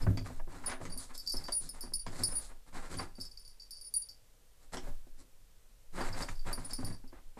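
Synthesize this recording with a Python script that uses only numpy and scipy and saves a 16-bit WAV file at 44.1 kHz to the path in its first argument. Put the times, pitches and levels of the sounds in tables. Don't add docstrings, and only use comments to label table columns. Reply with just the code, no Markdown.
import sys
import numpy as np
from scipy import signal
from scipy.fft import rfft, irfft
from scipy.io import wavfile

SR = 44100
rng = np.random.default_rng(int(sys.argv[2]) if len(sys.argv) > 2 else 0)


def transcribe(u):
    v = np.clip(np.atleast_2d(u).T, -1, 1)
    q = np.round(v * 32767).astype(np.int16)
    wavfile.write(sys.argv[1], SR, q)


N = 326295
TIME = np.arange(N) / SR
AGE = TIME[:SR // 2]


def undb(db):
    return 10 ** (np.asarray(db) / 20)


def unit(x):
    return x / np.sqrt(np.mean(x ** 2))


def add(track, start_s, sound):
    start = max(int(start_s * SR), 0)
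    track[start:start + len(sound)] += sound[:max(N - start, 0)]


def colour(x, points):
    hz, db = np.transpose(points)
    freqs = np.maximum(np.fft.rfftfreq(2 * SR, 1 / SR), 1)
    gains = undb(np.interp(np.log(freqs), np.log(hz), db))
    cepstrum = irfft(np.log(gains))
    cepstrum[1:SR] *= 2
    cepstrum[SR:] = 0
    response = irfft(np.exp(rfft(cepstrum)))[:SR // 2]
    return unit(signal.fftconvolve(x, response)[:len(x)])


def noise(points):
    return colour(rng.standard_normal(N), points)


def fade(t60):
    return np.exp(-np.log(1000) * AGE / t60)


def wander(rate, size):
    targets = rng.standard_normal(4096)
    return np.interp(TIME[:size] * rate, np.arange(len(targets)), targets)


def grains(rate, spread_db):
    happens = rng.random(N) < rate / SR
    strength = np.minimum(rng.exponential(size=N), 5)
    return happens * undb(spread_db * strength) * rng.choice([-1, 1], N)


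def room(x, echo_db, t60):
    tail = rng.standard_normal(len(AGE)) * fade(t60) * (AGE > .003)
    return x + undb(echo_db) * signal.fftconvolve(x, tail / np.linalg.norm(tail))[:N]


# time in seconds, level in dB.
RUMBLE_LEVELS = [(0.0, -28), (0.1, -31.5), (0.82, -46), (0.91, -37.5), (1.3, -50), (1.38, -32),
                 (1.59, -46.5), (2.47, -37.5), (2.66, -52.5), (2.78, -42), (4.53, -67.5), (4.88, -29.5),
                 (5.23, -53.5), (5.85, -56), (5.98, -31.5), (6.45, -33.5), (7.36, -48), (7.4, -63)]
# frequency in Hz, level in dB.
RUMBLE_TONE = [(5, -12.5), (10, 3.5), (14, 5), (21, -7), (35, -15.5), (60, -34), (110, -54.5), (300, -64)]
QUIET_ROOM_TONE = [(25, 20.5), (50, 15.5), (70, -3.5), (102, 8.5), (140, -2), (260, -7.5), (380, -9),
                   (490, -3.5), (700, -10.5), (2000, -14), (9000, -14.5), (14500, -18)]


def background(room_db=-60.5):
    times, levels_db = np.transpose(RUMBLE_LEVELS)
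    rumble = undb(np.interp(TIME, times, levels_db)) * noise(RUMBLE_TONE)
    return rumble + undb(room_db) * noise(QUIET_ROOM_TONE)


# pitch in Hz, level in dB, fade time in seconds.
BOX_NOTES = [(261.9, 16.5, 0.15), (369.7, 8.5, 0.24), (447, -29, 0.36), (588, 7, 0.25), (673, 4.5, 0.2),
             (797, 8, 0.34), (992, 9.5, 0.012), (1120, 4.5, 0.013), (1248, 4, 0.13), (1382, -0.5, 0.075),
             (1723, 0.5, 0.13), (2220, -9, 0.14)]


def hollow_box(x, ring_db=-13):
    ring = sum(undb(db) / np.sqrt(t60) * fade(t60) * np.sin(2 * np.pi * hz * AGE)
               for hz, db, t60 in BOX_NOTES)
    return x + undb(ring_db) * signal.fftconvolve(x, ring / np.linalg.norm(ring))[:N]


def push(length_s, release_s, rise_s=0.025):
    return np.minimum(AGE / rise_s, 1) * np.exp(-np.maximum(AGE - length_s, 0) / release_s)


# start in seconds, length of the push in seconds,
# cover scrape in dB, fur hiss in dB, seat shudder in dB.
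BODY_SLIDES = [(0.0, 0.01, -44, -52, -44), (0.059, 0.071, -59.5, -74, -40),
               (0.241, 0.036, -49.5, -54.5, -56), (0.30, 0.079, -64, -65, -58.5),
               (0.481, 0.17, -58.5, -64, -57), (0.654, 0.052, -45, -59.5, -80),
               (0.698, 0.027, -40.5, -66, -68), (0.798, .07, -57.5, -58.5, -49.5),
               (0.88, 0.062, -60, -72, -54.5), (0.976, 0.067, -62, -51.5, -66),
               (1.088, 0.026, -54, -68, -82), (1.134, 0.019, -88, -48.5, -82), (1.2, 0.15, -82, -63, -68),
               (1.334, 0.12, -57, -61, -54.5), (1.496, 0.016, -50.5, -53, -58),
               (1.598, 0.069, -66, -52.5, -55.5), (1.728, .06, -57.5, -62.5, -73),
               (1.818, 0.055, -61.5, -69, -55), (2.06, 0.029, -52, -57, -47.5),
               (2.109, 0.078, -53.5, -54.5, -53), (2.173, 0.057, -52.5, -50.5, -50.5),
               (2.268, 0.13, -58.5, -59, -56), (2.399, 0.068, -66, -56.5, -83),
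               (2.479, 0.034, -59, -78, -65), (2.658, 0.029, -61, -66.5, -62),
               (2.724, .1, -51, -57.5, -56.5), (2.83, 0.086, -54.5, -58.5, -57),
               (2.909, 0.038, -52, -53.5, -45), (2.973, 0.065, -47.5, -58, -50),
               (3.178, 0.091, -73, -59, -64), (4.59, .05, -73, -72, -73.5), (4.718, 0.027, -44, -47.5, -51),
               (4.76, 0.017, -63, -68, -56), (4.808, 0.078, -58, -66, -55), (5.168, 0.037, -68.5, -64, -63),
               (5.923, .04, -51.5, -57.5, -50), (5.964, 0.059, -43, -54.5, -53),
               (6.034, 0.054, -46.5, -52.5, -60), (6.112, 0.078, -51.5, -60, -56),
               (6.163, 0.072, -47.5, -51, -50.5), (6.274, 0.037, -53, -55.5, -62),
               (6.446, .075, -45.5, -56, -50.5), (6.568, 0.096, -56.5, -60.5, -55),
               (6.678, 0.041, -55.5, -54.5, -74), (6.778, 0.14, -55.5, -61, -48),
               (7.12, 0.051, -58, -77, -60), (7.364, .04, -55.5, -66, -56)]
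# frequency in Hz, level in dB.
COVER_TONE = [(150, -21.5), (300, -1), (500, -1), (850, 0), (1350, 3), (2050, -2), (2900, -12.5),
              (4200, -15.5), (6000, -40)]
FUR_TONE = [(1500, -5.5), (2900, -15.5), (4200, 0.5), (6000, -5), (7800, 1), (9500, -5), (11200, -7.5),
            (12200, -17), (15000, -36)]
SEAT_TONE = [(40, -25), (70, 5), (105, -2), (135, -2), (170, 7), (210, -12.5), (265, 2), (400, -9),
             (600, -13), (1100, -42)]


def sliding(level_db=-1, jerk_db=2):
    cover, fur, seat = np.zeros((3, N))
    for start, length, cover_db, fur_db, seat_db in BODY_SLIDES:
        add(cover, start, undb(cover_db) * push(length, release_s=0.021))
        add(fur, start, undb(fur_db) * push(length, release_s=0.021))
        add(seat, start, undb(seat_db) * push(length, release_s=0.032))
    jerks = undb(jerk_db * wander(55, N))
    rasp = cover * colour(grains(rate=1000, spread_db=1), COVER_TONE)
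    hiss = fur * colour(grains(rate=6300, spread_db=3), FUR_TONE)
    shudder = seat * noise(SEAT_TONE)
    slides = hollow_box(jerks * rasp) + jerks * (hiss + shudder)
    return undb(level_db) * room(slides, echo_db=-10, t60=0.33)


# start in seconds, level in dB.
CLAW_CATCHES = [(0.174, -37), (0.64, -56), (0.671, -40), (0.6985, -31), (0.7166, -40), (0.853, -36),
                (1.483, -38), (2.0654, -37.5), (2.942, -40.5), (4.7349, -41.5), (4.7707, -34.5),
                (4.88, -57), (6.2887, -36), (6.7255, -42)]
# frequency in Hz, level in dB.
SNAP_TONE = [(300, 5), (900, -6), (1700, -1.5), (2800, -6.5), (4500, -7), (8000, -10.5), (14000, -42)]


def claws(level_db=-2, snap_t60=0.016):
    snaps = np.zeros(N)
    for start, db in CLAW_CATCHES:
        add(snaps, start, undb(db + level_db) * fade(snap_t60))
    return room(snaps * noise(SNAP_TONE), echo_db=1.5, t60=0.15)


# start in seconds, pat on the cover in dB, boom of the frame in dB,
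# pitch of the spot that is hit in Hz.
PAW_LANDINGS = [(0.02, -56, -35.5, 288), (0.065, -26, -21, 336), (0.172, -31, -37, 254),
                (0.209, -42, -38, 275), (0.264, -54, -46, 238), (0.3, -36.5, -49.5, 350),
                (0.395, -36.5, -55, 765), (0.473, -39.5, -53, 242), (0.638, -33, -77, 1390),
                (0.802, -37.5, -48.5, 378), (0.812, -34, -54, 586), (0.961, -43.5, -53.5, 258),
                (1.339, -32.5, -52, 296), (1.484, -26, -76, 760), (1.738, -52.5, -64, 266),
                (1.835, -38, -65, 237), (1.872, -44, -56, 252), (1.918, -42, -55, 256),
                (2.063, -33.5, -44, 587), (2.2, -29, -40.5, 240), (2.325, -38, -54, 926),
                (2.754, -40, -70, 353), (2.941, -41, -45, 285), (2.993, -28, -44, 1080),
                (3.182, -39, -51, 224), (4.739, -34.5, -66, 415), (4.766, -31.5, -66, 260),
                (4.869, -36, -50, 384), (5.067, -51.5, -70, 252), (5.98, -29.5, -68, 258),
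                (6.004, -25, -49, 282), (6.091, -63, -41, 242), (6.284, -29.5, -47.5, 2550),
                (6.454, -40.5, -42, 286), (6.508, -42, -59, 940), (6.576, -30.5, -45.5, 607),
                (6.785, -32.5, -48, 260), (6.826, -33, -39, 330), (6.894, -60, -42, 275),
                (7.038, -45.5, -79, 243), (7.126, -41.5, -82, 270), (7.371, -37.5, -70, 235)]
# pitch in Hz, level in dB, fade time in seconds.
FRAME_NOTES = [(102, 2, .27), (57, -3, .2), (170, -4, .19), (258, -9, .17), (355, -14, .15),
               (440, -18, .12)]
# frequency in Hz, level in dB.
PAT_TONE = [(80, -26), (170, -11), (280, 0.5), (500, -3), (1000, 0), (1800, 0), (2800, -10), (8000, -71)]
KNOCK_TONE = [(250, -32), (600, 6), (1000, -5), (1400, 7), (1900, -5), (2600, -23), (6000, -58)]


def paws(pat_gain_db=-3, boom_gain_db=4, knock_gain_db=11):
    pats, knocks, boom = np.zeros((3, N))
    press = 1 - np.exp(-AGE / .004)
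    swing = 1 - np.exp(-AGE / .014)
    cloth = noise(PAT_TONE)
    for start, pat_db, frame_db, spot_hz in PAW_LANDINGS:
        patch = np.roll(cloth, rng.integers(N))[:len(AGE)]
        pat = unit(signal.lfilter(*signal.iirpeak(spot_hz, Q=1, fs=SR), patch))
        add(pats, start, undb(pat_db + pat_gain_db) * press * fade(0.045) * pat)
        add(knocks, start, undb(2 * frame_db + knock_gain_db) * press * fade(0.062))
        for hz, db, t60 in FRAME_NOTES:
            pitch_hz = hz * (1 + 0.025 * rng.standard_normal())
            note = np.sin(2 * np.pi * pitch_hz * AGE) * fade(t60)
            add(boom, start, undb(frame_db + boom_gain_db + db) * swing * note)
    return hollow_box(pats + knocks * noise(KNOCK_TONE)) + boom


def shell_ring(notes, waver, rise_s, vary_db):
    ring, age = 0, AGE[:SR // 5]
    for hz, db, t60 in notes:
        share, detune = rng.standard_normal(2)
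        drift = wander(130, len(age)) + 1j * wander(150, len(age))
        echo = drift * (1 - np.exp(-age / 0.0035))
        cycles = hz * (1 + .0008 * detune) * age + rng.random()
        note = np.exp(2j * np.pi * cycles - np.log(1000) * age / t60)
        ring += undb(db + vary_db * share) * np.real((1 + waver * echo) * note)
    return ring * (1 - np.exp(-age / rise_s))


# start in seconds, low notes in dB, twin notes in dB,
# bright notes in dB, sharpness of the hit (top notes and tick) in dB.
PELLET_HITS = [(0.019, -48, -49, -62, -83), (0.172, -37, -52, -77, -64), (0.6603, -41.5, -45.5, -32.5, -53),
               (0.8992, -45, -65, -54, -69), (0.9182, -39.5, -70, -45, -89),
               (0.9751, -41.5, -53, -41.5, -50.5), (1.1466, -50, -48, -71, -60),
               (1.1779, -43, -44, -73, -47.5), (1.1977, -46, -43.5, -79, -55), (1.264, -34, -49, -70, -67),
               (1.274, -26, -40, -64, -51.5), (1.296, -29, -58, -64, -49), (1.3211, -34, -39, -40.5, -48),
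               (1.368, -44, -34.5, -73, -53), (1.4397, -38.5, -49, -66, -57),
               (1.4638, -37.5, -55, -58, -67), (1.5212, -30.5, -40.5, -34, -55),
               (1.5358, -73, -68, -27, -54), (1.5644, -76, -75, -27, -73), (1.6906, -47, -44, -43, -51),
               (1.8084, -41, -43, -43, -49), (1.8262, -39, -61, -72, -62),
               (1.9359, -31.5, -35.5, -33, -47.5), (1.9536, -62, -56, -37.5, -56),
               (1.9938, -44, -61, -45, -61), (2.2352, -26, -30, -29.5, -40.5),
               (2.266, -59, -58, -31.5, -56), (2.313, -69, -48, -36.5, -81), (2.3524, -45, -56, -31, -62),
               (2.3679, -40, -51, -35, -54), (2.97, -45, -59, -43, -70), (2.9863, -35, -44, -63, -63),
               (3.153, -49, -73, -65, -75), (3.2016, -39, -63, -75, -64), (3.2114, -44, -45, -50, -55),
               (3.2525, -46, -43.5, -65, -60), (3.3128, -49.5, -61, -67, -70), (3.3733, -40, -54, -70, -73),
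               (3.3956, -66, -60, -60, -65), (3.45, -46.5, -62, -60, -74), (3.477, -46, -64, -60, -67),
               (3.506, -57, -61, -64, -76), (3.5974, -43, -57, -78, -72), (3.62, -43.5, -71, -66, -74),
               (3.708, -35.5, -49, -50.5, -55), (3.7351, -46, -49, -75, -65), (3.766, -46, -57, -56.5, -78),
               (3.8111, -44, -58, -50, -60), (3.845, -53, -55, -47.5, -72), (3.8652, -51, -51, -48, -66),
               (3.9391, -32, -66, -29.5, -45.5), (3.9615, -63, -78, -27.5, -56),
               (4.019, -42, -64, -66, -60), (4.0876, -38, -51, -75, -61), (4.114, -72, -60, -80, -74),
               (6.005, -55, -56, -70, -65), (6.0102, -38.5, -55, -61, -65), (6.1266, -41, -49, -78, -78),
               (6.212, -60, -60, -72, -61), (6.2227, -35, -46, -66, -60), (6.3542, -50, -61, -82, -83),
               (6.394, -47, -66, -84, -80), (6.529, -34, -46, -40, -46.5), (6.6455, -48.5, -54, -42, -72),
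               (6.7075, -41, -47, -72, -73), (6.7329, -37, -39.5, -41.5, -47), (6.7601, -41, -57, -65, -66),
               (6.8471, -38.5, -46, -43, -51), (6.8708, -43, -66, -84, -64), (6.925, -49.5, -61, -60, -70),
               (7.077, -59.5, -63, -76, -74)]
# pitch in Hz, level in dB, fade time in seconds.
LOW_NOTES = [(4642, -5.5, .13), (4565, -16, .05), (4755, -15, .06), (4420, -24, .04), (6785, -29, .15)]
TWIN_NOTES = [(5165, -1, .1), (5340, -8, .06), (4980, -13, .05), (5560, -15, .04)]
BRIGHT_NOTES = [(9669, 3, .19), (12920, -22, .14)]
TOP_NOTES = [(9900, -10, .06), (11050, -8, .06), (11460, -5, .08), (11850, -13, .05), (12930, -10, .11),
             (14470, -15, .12)]
# frequency in Hz, level in dB.
TICK_TONE = [(1000, -62), (3000, -42), (4600, -16), (6500, -3), (11000, 8), (15000, -4)]
RATTLE_TONE = [(1000, -55), (3300, -46), (4200, -8.5), (4650, 15.5), (4950, 4), (5250, 6), (5700, 2),
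               (6300, -8.5), (8500, -11), (9700, -11), (11300, -7), (12300, -33), (14500, -31)]


def collar_bell(tick_gain_db=9, rattle_gain_db=-18):
    ring, tick_level, rattle_level = np.zeros((3, N))
    tick_shape = fade(0.0073) + undb(-13) * fade(0.11)
    for start, low_db, twin_db, bright_db, sharp_db in PELLET_HITS:
        add(ring, start, undb(low_db) * shell_ring(LOW_NOTES, waver=.7, rise_s=.0003, vary_db=1))
        add(ring, start, undb(twin_db) * shell_ring(TWIN_NOTES, waver=.9, rise_s=.0003, vary_db=1.5))
        add(ring, start, undb(sharp_db) * shell_ring(TOP_NOTES, waver=.8, rise_s=.001, vary_db=3))
        swell_s = .0005 * undb(.55 * np.clip(bright_db - sharp_db, 0, 40))
        bright = shell_ring(BRIGHT_NOTES, waver=.28, rise_s=swell_s, vary_db=0)
        add(ring, start, undb(bright_db) * bright)
        add(tick_level, start, undb(sharp_db + tick_gain_db) * tick_shape)
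        add(rattle_level, start, undb(low_db + rattle_gain_db) * fade(0.28))
    tick_rms = np.sqrt(np.mean(tick_level ** 2))
    ticks = tick_rms * colour(tick_level * rng.standard_normal(N), TICK_TONE)
    rattle = rattle_level * colour(grains(rate=520, spread_db=0.8), RATTLE_TONE)
    return room(ring + ticks + rattle, echo_db=-22, t60=0.16)


def scene():
    return (collar_bell() + paws() + claws() + sliding() + background())[None]


def record(dry):
    top_hz = 14600
    return signal.sosfilt(signal.ellip(8, .2, 70, top_hz, fs=SR, output="sos"), dry)


dry = scene()
out = record(dry)
transcribe(out)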